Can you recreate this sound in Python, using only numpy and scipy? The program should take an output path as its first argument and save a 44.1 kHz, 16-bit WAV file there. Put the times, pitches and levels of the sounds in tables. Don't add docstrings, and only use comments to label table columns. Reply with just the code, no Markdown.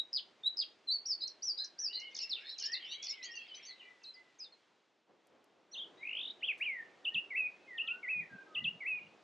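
import sys
import numpy as np
from scipy import signal
from scipy.fft import rfft, irfft, next_fast_len
from scipy.io import wavfile
from scipy.ndimage import uniform_filter1d, map_coordinates

SR = 44100
rng = np.random.default_rng(int(sys.argv[2]) if len(sys.argv) > 2 else 0)


def pcm_store(signal):
    levels = np.round(np.clip(np.atleast_2d(signal), -1, 1) * 32767)
    wavfile.write(sys.argv[1], SR, levels.astype(np.int16).T)


N = 407043
TIME = np.arange(N) / SR


def amp(db):
    return 10 ** (np.asarray(db) / 20)


def unit(x):
    return x / np.sqrt(np.mean(x ** 2) + 1e-20)


def along(points, hz):
    f, value = np.transpose(points)
    return np.interp(np.log(hz + 1), np.log(f + 1), value)


def wobble(rate):
    return map_coordinates(rng.standard_normal(int(N * rate / SR) + 4), [TIME * rate])


def filtered(x, response):
    size = next_fast_len(N + 8192)
    return irfft(rfft(x, size) * response(np.fft.rfftfreq(size, 1 / SR)), size)[..., :N]


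def stereo_noise(spectrum, correlation):
    def response(hz):
        width = np.arccos(np.clip(along(correlation, hz), -1, 1)) / 2
        return amp(along(spectrum, hz)) * [np.cos(width), np.sin(width)]
    mid, side = filtered(rng.standard_normal((2, N)), response)
    return unit(np.array([mid + side, mid - side]))


# f/Hz, relative level/dB
RUSH_EQ = [(30, -46.5), (190, -16), (350, -9), (750, -12.5), (1100, -15), (3330, -17.5), (6770, -28.5),
           (8800, -39), (11300, -53), (12000, -75.5)]
# f/Hz, left-right correlation
RUSH_IMAGE = [(100, 1), (300, 0.79), (3000, 1), (8000, 0.92)]
# t/s, rustle level/dB, hiss level/dB
RUSH_FADERS = [(0, -67.5, -70.5), (3.701, -67, -67.5), (4.6, -70.5, -71.5), (5.069, -76.5, -79.5),
               (5.1, -64, -77.5), (5.219, -71, -75), (5.349, -64.5, -74.5), (5.7, -69.5, -75),
               (5.781, -62, -68.5), (9.23, -62.5, -68.5)]

def distant_rush():
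    s, rustle_db, hiss_db = np.transpose(RUSH_FADERS)
    noise = stereo_noise(RUSH_EQ, RUSH_IMAGE)
    low = filtered(noise, lambda hz: 1 / (1 + (hz / 1200) ** 4))
    rustle = amp(np.interp(TIME, s, rustle_db) + 0.98 * wobble(14)) * low
    return rustle + amp(np.interp(TIME, s, hiss_db)) * (noise - low)


# harmonic, relative level/dB, centre f/Hz, width/Hz, onset t/s
OVERTONES = [(2, -37, 7900, 900, .012), (4, -51, 10550, 430, .05)]

def sing(notes, edge_s, hoarse, rasp_hz, bright_db=np.zeros(N), smooth_samples=151):
    out = np.zeros(N)
    rasp = wobble(rasp_hz) + 1j * wobble(rasp_hz)
    uneven_db = 0.5 * wobble(70)
    overtone_blur = 1 + 1.1 * rasp
    roughness = np.sqrt(1 - hoarse) + np.sqrt(hoarse / 2) * rasp
    for note in notes:
        s, *columns = np.array(sorted(note)).T
        at = np.arange(max(int((s[0] - edge_s) * SR), 0), min(int((s[-1] + edge_s) * SR), N))
        t = at / SR
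        hz, *curves = (np.interp(t, s, column) for column in columns)
        hz = uniform_filter1d(hz, smooth_samples, mode="nearest")
        if len(curves) == 1:
            db, = curves
        else:
            top_hz, db, depth_db, slant, rate = curves
            turn = 2 * np.pi * np.cumsum(rate) / SR
            lift = (1 + np.cos(turn + 0.78 * slant * (1 - np.cos(turn)))) / 2
            hz = hz + (top_hz - hz) * lift
            db = db + uneven_db[at] + depth_db * (np.cos(turn + 2 * np.pi * 0.32 * slant) - 0.5)
        fade = np.clip(np.minimum(t - s[0], s[-1] - t) / edge_s + 1, 0, 1) ** 2
        fundamental = np.exp(2j * np.pi * np.cumsum(hz) / SR)
        tone = fundamental.copy()
        for k, level, centre, width, onset in OVERTONES:
            resonance = amp(level + bright_db[at]) * np.exp(-((k * hz - centre) / width) ** 2)
            tone += overtone_blur[at] * resonance * fundamental ** k * (t > s[0] + onset - edge_s)
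        out[at] += np.sqrt(2) * amp(db) * fade * np.real(tone * roughness[at])
    return out


SYLLABLE_SHAPES = { "whistle": [(.003, 3670, -15), (.025, 3855, -11.5), (.031, 3900, -2), (.047, 4074, 1.5),
                   (.056, 3977, -3.5)], "step": [(0, 4210, -19), (.015, 3973, -1.5), (.03, 4030, -1.5),
                   (.05, 4600, 0), (.095, 4370, -5.5)], "sweep": [(0, 4620, -13), (.004, 5690, -7),
                   (.022, 6000, -6.5), (.042, 5540, -8.5), (.06, 5363, 1), (.08, 4750, -2), (.1, 4580, -8)],
                   "hook": [(0, 3746, -5), (.004, 4694, -4), (.03, 4560, -4)], "pipe": [(0, 3870, -2),
                   (.016, 4150, -1.5), (.046, 4250, -6.5)], "buzz": [(0, 4330, -5.5), (.015, 5790, -4),
                   (.028, 5325, 1), (.04, 5202, -8)], "fall": [(0, 5560, -4), (.019, 4440, 3.5),
                   (.044, 3530, 4), (.05, 3397, -18)], "climb": [(0, 3420, -13), (.06, 3910, 0),
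                   (.095, 3970, 0.3)], "dip": [(0, 6500, -12), (.007, 4420, -1.5), (.017, 3755, -4.5),
                   (.035, 4190, -1), (.075, 4013, -0.5)], "stairs": [(0, 6560, -13), (.015, 5054, 1),
                   (.045, 4980, -1), (.06, 3800, -6), (.09, 3486, -15)], "warble": [(0, 4120, -27),
                   (.012, 4330, -5), (.035, 2650, -2.5), (.06, 3780, 0.5), (.08, 3080, 1),
                   (.105, 3484, -0.5), (.125, 2910, -8)], "leap": [(0, 1712, -27), (.012, 2512, -1),
                   (.028, 3035, 0.5), (.042, 3240, -16)], "drop": [(0, 3523, -8.5), (.015, 2684, 1.5),
                   (.035, 2403, -2), (.047, 2144, -10.5), (.053, 1620, -31)], "slide": [(0, 3166, -6),
                   (.015, 2504, 1.7), (.05, 2227, 1), (.11, 1952, -9), (.165, 1782, -8.5)],
                   "chip": [(0, 3725, -22), (.006, 2990, -4), (.015, 2554, -5.5), (.03, 2790, -1),
                   (.045, 2924, -3)], "chirp": [(-.003, 4700, -45.5), (.004, 3340, -6.5), (.014, 2625, -2),
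                   (.026, 2598, -6), (.038, 2798, -0.5), (.049, 2882, -6)], "slur": [(.003, 2270, -5.5),
                   (.025, 2023, -6), (.042, 1918, -10.5), (.053, 2125, 0.5), (.063, 2540, 0.5),
                   (.075, 2678, 2.5), (.11, 2510, 2.1), (.17, 2465, -1.5), (.18, 2220, -11)], }
SYLLABLE_CUES = { "whistle": [(-.042, 0.96, 0.85, -29), (.435, 0.98, 0.86, -29)],
                 "step": [(.875, 1, 0.98, -32)], "sweep": [(1.057, 0.97, 0.86, -33), (1.425, 1, 1, -33.5),
                 (1.787, 1.006, 1.02, -34.5)], "hook": [(1.209, 1.07, 0.59, -41),
                 (1.577, 1.07, 0.74, -37.5), (1.932, 1.01, 1.2, -39)], "pipe": [(1.221, 1.008, 0.94, -36.5),
                 (1.589, 0.99, 0.9, -37), (1.944, 1.005, 1.01, -39)], "buzz": [(2.205, 0.99, 0.99, -39),
                 (2.64, 0.99, 0.84, -36), (3.085, 0.988, 0.89, -37)], "fall": [(2.297, 0.99, 0.95, -40.5),
                 (2.72, 1.037, 0.82, -41)], "climb": [(2.44, 1.01, 1.1, -47), (2.865, .99, 0.95, -46.5)],
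                 "dip": [(4.035, 1, 1, -50.5)], "stairs": [(4.39, 1, 1, -48.5)],
                 "warble": [(5.725, 1, 0.99, -44)], "leap": [(6.42, 1.07, 1.02, -35.5),
                 (6.6, .93, 1.1, -34.5)], "drop": [(6.475, 0.99, 1, -33.5)],
                 "slide": [(6.65, 1, 0.99, -38)], "chip": [(7.048, 1.008, 1.016, -32),
                 (7.778, 0.99, .98, -33.5), (8.548, .995, 1, -33.5)], "chirp": [(7.142, 1, 1.1, -30.5),
                 (7.872, 0.97, 1.1, -33), (8.64, 1, 1.1, -31.5)], "slur": [(7.305, 1.004, 0.96, -36.5),
                 (8.03, 0.99, 1.02, -38), (8.805, 1, 1.0457, -39)], }

def syllables():
    return [[(s + stretch * after, ratio * hz, db + trim) for after, hz, trim in SYLLABLE_SHAPES[name]]
            for name, cues in SYLLABLE_CUES.items() for s, ratio, stretch, db in cues]


# f/Hz, t60/s
GARDEN_DECAY = [(1600, 0.45), (2400, 0.22), (4500, 0.18), (7000, 0.069)]

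def garden_echo(send, predelay_s=0.0064, width=0.4, flutter_db=1.1):
    out, hop = np.zeros((2, N + 2 * SR)), SR // 5
    send = np.pad(send, (hop, 0))
    for start in range(0, len(send), hop):
        hz, t, noise = signal.stft(rng.standard_normal((2, SR // 2)), SR, nperseg=256)
        age = t / along(GARDEN_DECAY, hz)[:, None]
        decay = amp(-60 * age ** 0.93) + amp(-25 - 22 * age)
        mid, side = signal.istft(noise * decay, SR, nperseg=256)[1]
        tail = np.array([mid + width * side, mid - width * side]) / np.linalg.norm(mid)
        grain = send[start:start + 2 * hop]
        grain = grain * np.hanning(2 * hop)[:len(grain)]
        echo = signal.fftconvolve(grain[None], tail, axes=1)
        first = start + int(predelay_s * SR)
        out[:, first:first + echo.shape[1]] += echo
    return out[:, hop:hop + N] * amp(flutter_db * wobble(120))


# t/s from the cue, low f/Hz, high f/Hz, relative level/dB, throb depth/dB, slant 0-1
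TUMBLE_SHAPE = [(0, 4780, 5633, -9.5, 13, 1), (0.035, 4708, 5150, 2, 5.5, 1),
                (0.05, 3650, 4310, -7, 0, 0.98), (0.071, 2810, 3080, -11.5, 3, 0.5)]
# t/s, pitch ratio, level/dB, throb rate/Hz
TUMBLE_CUES = [(0.1276, 0.96, -32.5, 130), (0.567, 0.96, -33.5, 106)]

def tumbles():
    return [[(s + after, ratio * low, ratio * high, db + trim, depth, slant, rate)
             for after, low, high, trim, depth, slant in TUMBLE_SHAPE]
            for s, ratio, db, rate in TUMBLE_CUES]


# centre t/s, level/dB
TICK_CUES = [(1.28, -38.5), (1.647, -40), (2.002, -47.5)]
# t/s from the cue, start f/Hz, end f/Hz, relative level/dB
RATTLE_SHAPE = [(0, 6450, 4266, -2), (.015, 6740, 4990, -2.2), (.026, 6200, 5000, -3),
                (.039, 5910, 4504, 1.5)]
# t/s, level/dB
RATTLE_CUES = [(2.152, -38), (2.587, -37), (3.031, -37.5)]

def ticks(fall_hz_per_s=260000):
    sweeps = [(s, 6510, 4730, db) for s, db in TICK_CUES]
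    sweeps += [(s + after, top, end, db + trim)
               for s, db in RATTLE_CUES for after, top, end, trim in RATTLE_SHAPE]
    notes = []
    for s, top, end, db in sweeps:
        half_s = (top - end) / fall_hz_per_s / 2
        notes.append([(s - half_s, top, db - 13), (s, (top + end) / 2, db), (s + half_s, end, db - 5.5)])
    return notes


def glides(rows, swell_db_per_s, fade_db_per_s):
    return [[(start, start_hz, db - swell_db_per_s * (peak - start)),
             (peak, peak_hz, db),
             (end, end_hz, db - fade_db_per_s * (end - peak))]
            for start, peak, end, start_hz, peak_hz, end_hz, db in rows]


# start t/s, peak t/s, end t/s, start f/Hz, peak f/Hz, end f/Hz, level/dB
FAR_GLIDES = [ (1.59, 1.62, 1.628, 1540, 1700, 1760, -68.5), (1.77, 1.82, 1.826, 1560, 1750, 1785, -70.5),
              (1.885, 1.92, 1.95, 2600, 2960, 2964, -52.5), (1.95, 1.98, 2.02, 2970, 2950, 2760, -54),
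              (2.02, 2.04, 2.09, 2874, 3090, 2850, -52), (1.92, 2.04, 2.14, 1920, 2170, 2136, -54),
              (2.91, 2.98, 3.03, 1750, 2330, 2090, -64), (2.2, 2.24, 2.265, 2950, 2640, 2786, -53.5),
              (2.375, 2.45, 2.48, 1345, 1780, 1970, -64.5), (2.62, 2.73, 2.752, 1601, 1900, 2086, -49),
              (2.6, 2.63, 2.707, 3150, 2780, 3262, -52.5), (2.745, 2.76, 2.795, 2620, 2720, 2930, -55),
              (2.83, 2.88, 2.899, 2770, 2700, 2710, -59.5), (2.92, 2.93, 2.954, 2794, 3000, 3300, -47),
              (2.97, 3.02, 3.08, 3074, 3350, 3550, -53.5), (3.08, 3.13, 3.14, 2010, 2260, 2180, -58),
              (3.16, 3.2, 3.28, 2154, 2030, 1905, -54), (3.28, 3.3, 3.42, 1880, 1870, 1845, -56.5),
              (3.125, 3.135, 3.155, 2550, 2900, 3140, -57), (3.22, 3.265, 3.331, 2480, 3250, 3193, -54),
              (3.342, 3.37, 3.42, 2830, 2770, 2658, -47), (3.375, 3.405, 3.445, 3000, 3300, 3250, -59),
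              (3.49, 3.53, 3.545, 3195, 2960, 3080, -49), (3.555, 3.585, 3.71, 3050, 3270, 3350, -63.5),
              (3.68, 3.72, 3.721, 1948, 2080, 2250, -58), (3.815, 3.88, 3.937, 1988, 2000, 1970, -57),
              (4.15, 4.17, 4.362, 1987, 2050, 1916, -62.5), (2.165, 2.18, 2.2, 3800, 3200, 2510, -56),
              (3.825, 3.84, 3.88, 2420, 2380, 2320, -65.5), (3.825, 3.86, 3.868, 2900, 2950, 3060, -66),
              (4.02, 4.03, 4.08, 2700, 2650, 2575, -68), (4.39, 4.435, 4.445, 2300, 2700, 2760, -69.5),
              (5.975, 5.985, 6.017, 3712, 3900, 3800, -66.5), (7.12, 7.13, 7.143, 1814, 1845, 1900, -59.5),
              (7.68, 7.72, 7.74, 2150, 1960, 1971, -51.5), (7.73, 7.76, 7.785, 1880, 1850, 1834, -52.5),
              (7.83, 7.94, 7.975, 1250, 1460, 1492, -54.5), (8.16, 8.22, 8.243, 2250, 2000, 1816, -53.5),
              (8.3, 8.36, 8.4, 1640, 1545, 1588, -52.5), (8.47, 8.53, 8.587, 1298, 1255, 1197, -62.5),
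              (8.565, 8.6, 8.626, 2002, 2019, 1935, -55.5)]

def far_whistles():
    return glides(FAR_GLIDES, swell_db_per_s=165.5, fade_db_per_s=123.5)


def flock(count=260, from_s=1.9, to_s=3.9, level_db=-63.5):
    notes = []
    for when, pitch, bend, softness in rng.random((count, 4)):
        s = from_s + when * (to_s - from_s)
        hz = 2200 * 2.3 ** pitch ** 1.8
        db = level_db - 9 * softness + 10 * np.log10(np.sin(np.pi * when))
        notes.append([(s, hz, db), (s + 0.018, hz * (1 + 0.5 * (bend - 0.5)), db)])
    return notes


def buzz_beating(after_s=0.0082, length_s=0.03, beat_hz=1500, depth=0.24):
    swell = sum(np.sin(np.pi * np.clip((TIME - s - after_s) / length_s, 0, 1))
                for s, *_ in SYLLABLE_CUES["buzz"])
    return 1 + depth * swell * np.cos(2 * np.pi * beat_hz * TIME)


# start t/s, peak t/s, end t/s, start f/Hz, peak f/Hz, end f/Hz, level/dB
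NEAR_GLIDES = [ (2.45, 2.5, 2.502, 4170, 4296, 4782, -48), (2.355, 2.37, 2.39, 3253, 2780, 2460, -47.5),
               (2.8, 2.86, 2.89, 3270, 3003, 3029, -45), (2.91, 2.93, 2.95, 4350, 4480, 4467, -51),
               (3.225, 3.25, 3.275, 3870, 4534, 4700, -47.5), (3.23, 3.25, 3.262, 5240, 6850, 6383, -47.5),
               (3.31, 3.328, 3.33, 5200, 5670, 5527, -49.5), (3.356, 3.358, 3.38, 4672, 4448, 4900, -49.5),
               (3.356, 3.36, 3.385, 6250, 6096, 5840, -49.5), (3.545, 3.548, 3.565, 3700, 4000, 4580, -54),
               (3.548, 3.555, 3.575, 5000, 6124, 5920, -51.5), (3.63, 3.636, 3.65, 5600, 5450, 5394, -57),
               (3.652, 3.661, 3.69, 5600, 6310, 6180, -52.5), (3.67, 3.705, 3.74, 4630, 4271, 3770, -48),
               (3.8, 3.81, 3.818, 3120, 2859, 2750, -52.5), (4.142, 4.145, 4.165, 5112, 5000, 4470, -55.5),
               (4.525, 4.528, 4.55, 4260, 4302, 4030, -58.5), (5.718, 5.735, 5.8, 5630, 6065, 6250, -56),
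               (6.413, 6.416, 6.419, 3110, 2873, 2847, -58.5),
               (2.465, 2.51, 2.524, 5050, 5300, 5400, -53.5), (2.87, 2.93, 2.965, 5470, 5960, 6340, -54)]

def twitter():
    return glides(NEAR_GLIDES, swell_db_per_s=274.5, fade_db_per_s=418.5)


# t/s, pre-filter level/dB, low-cut f/Hz, t60/s
SNAP_CUES = [(5.27, -53.5, 9090, 0.027), (5.442, -50.5, 9000, 0.0172), (6.579, -60.5, 2993, 0.35),
             (8.65, -58.5, 7500, 0.023)]

def grass_snaps():
    out, t = np.zeros(N), np.arange(SR // 8) / SR
    for s, db, low_hz, t60 in SNAP_CUES:
        crack = amp(db - 60 * t / t60) * rng.standard_normal(len(t))
        low_cut = signal.butter(2, low_hz, "highpass", fs=SR, output="sos")
        out[round(s * SR):][:len(t)] += signal.sosfilt(low_cut, crack)
    return filtered(out, lambda hz: 1 / (1 + (hz / 7000) ** 3))


# t/s, length/s, level/dB
GUST_CUES = [(5.816, 0.13, -80), (7.14, .07, -56.5), (8.147, 0.13, -57), (8.309, 0.076, -56.5),
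             (8.541, 0.25, -52.5), (8.892, 0.26, -72)]
# f/Hz, relative level/dB
GUST_EQ = [(45, -42), (110, -8.5), (165, 4.5), (300, -12), (500, -55), (900, -110)]

def wind():
    swell = sum(amp(db) * np.sin(np.pi * np.clip((TIME - s) / length, 0, 1))
                for s, length, db in GUST_CUES)
    lumps = amp(4.4 * wobble(22))
    return swell * unit(lumps * stereo_noise(GUST_EQ, correlation=[(100, 0.91)]))


# t/s, low f/Hz, high f/Hz, level/dB, throb depth/dB, slant 0-1, throb rate/Hz
TRILL_SHAPE = [(5.9762, 1930, 1943, -76, 4, 0, 50), (6.025, 2128, 2170, -52, 2.5, 0.4, 50),
               (6.031, 2146, 2288, -43, 2.5, 0.1, 50), (6.085, 2076, 2672, -42, 9, 0.1, 50),
               (6.155, 2100, 3075, -43, 8, 0.4, 49.5), (6.175, 2370, 3345, -38.5, 6.5, .7, 48.5),
               (6.217, 2663, 3717, -43.5, 5.5, 0.9, 46.5), (6.312, 3083, 3924, -44.5, 6.5, .95, 38)]

def trill():
    return [TRILL_SHAPE]


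def pips(count=5, from_s=8.917, gap_s=0.038, hz=2814, db=-57.5):
    return [[(s, hz, db), (s + 0.0028, hz, db)] for s in from_s + gap_s * np.arange(count)]


# t/s, hoarse share 0-1, echo send level/dB, near birds' overtone level/dB
VOICE_AUTOMATION = [(0, .006, -9, -3), (1.1, .03, -5, -7), (2.5, .3, -5, -8), (3.8, .35, -5, -6),
                    (4.1, .03, -8, -3), (5.6, .015, -10, -12), (6.3, .01, -7, -12), (6.5, .015, -9, -12),
                    (7, .012, -10, 8), (8, .015, -9, 1), (8.9, .015, -9, 7)]
SECOND_BIRD_S = 5.5
BREATH_DB, BREATH_HZ = -41, 7300
WALL_DELAY_S, WALL_DB = 0.22, -38.5

def birds():
    s, *lanes = np.transpose(VOICE_AUTOMATION)
    hoarse, send_db, bright_db = (np.interp(TIME, s, lane) for lane in lanes)
    near = sing(syllables() + twitter() + pips(), 0.0067, hoarse,
                rasp_hz=500, bright_db=bright_db, smooth_samples=281) * buzz_beating()
    near += sing(ticks(), 0.005, np.sqrt(hoarse), rasp_hz=1552)
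    near += sing(tumbles() + trill(), 0.0005, 2 * hoarse, rasp_hz=904, bright_db=bright_db)
    hiss = near * rng.standard_normal(N) * (TIME < SECOND_BIRD_S)
    breath = filtered(hiss, lambda hz: np.exp(-(np.log(hz / BREATH_HZ + 1e-9) / 0.26) ** 2))
    near += amp(BREATH_DB) * breath
    far = sing(far_whistles(), 0.01, 0.068 + 0.45 * hoarse, rasp_hz=152.5, smooth_samples=401)
    far += sing(flock(), 0.006, np.full(N, 0.55), rasp_hz=505)
    fade_in = np.clip(TIME / 0.0031, 0, 1)
    send = amp(send_db) * (near + amp(2.5) * far) * fade_in
    slapback = np.pad(near * (TIME > SECOND_BIRD_S), (int(WALL_DELAY_S * SR), 0))[:N]
    return near + far + garden_echo(send + amp(WALL_DB) * slapback)


def scene():
    return birds() + distant_rush() + wind() + grass_snaps()


def record(dry):
    return filtered(dry, lambda hz: hz < 12500)


dry = scene()
out = record(dry)
pcm_store(out)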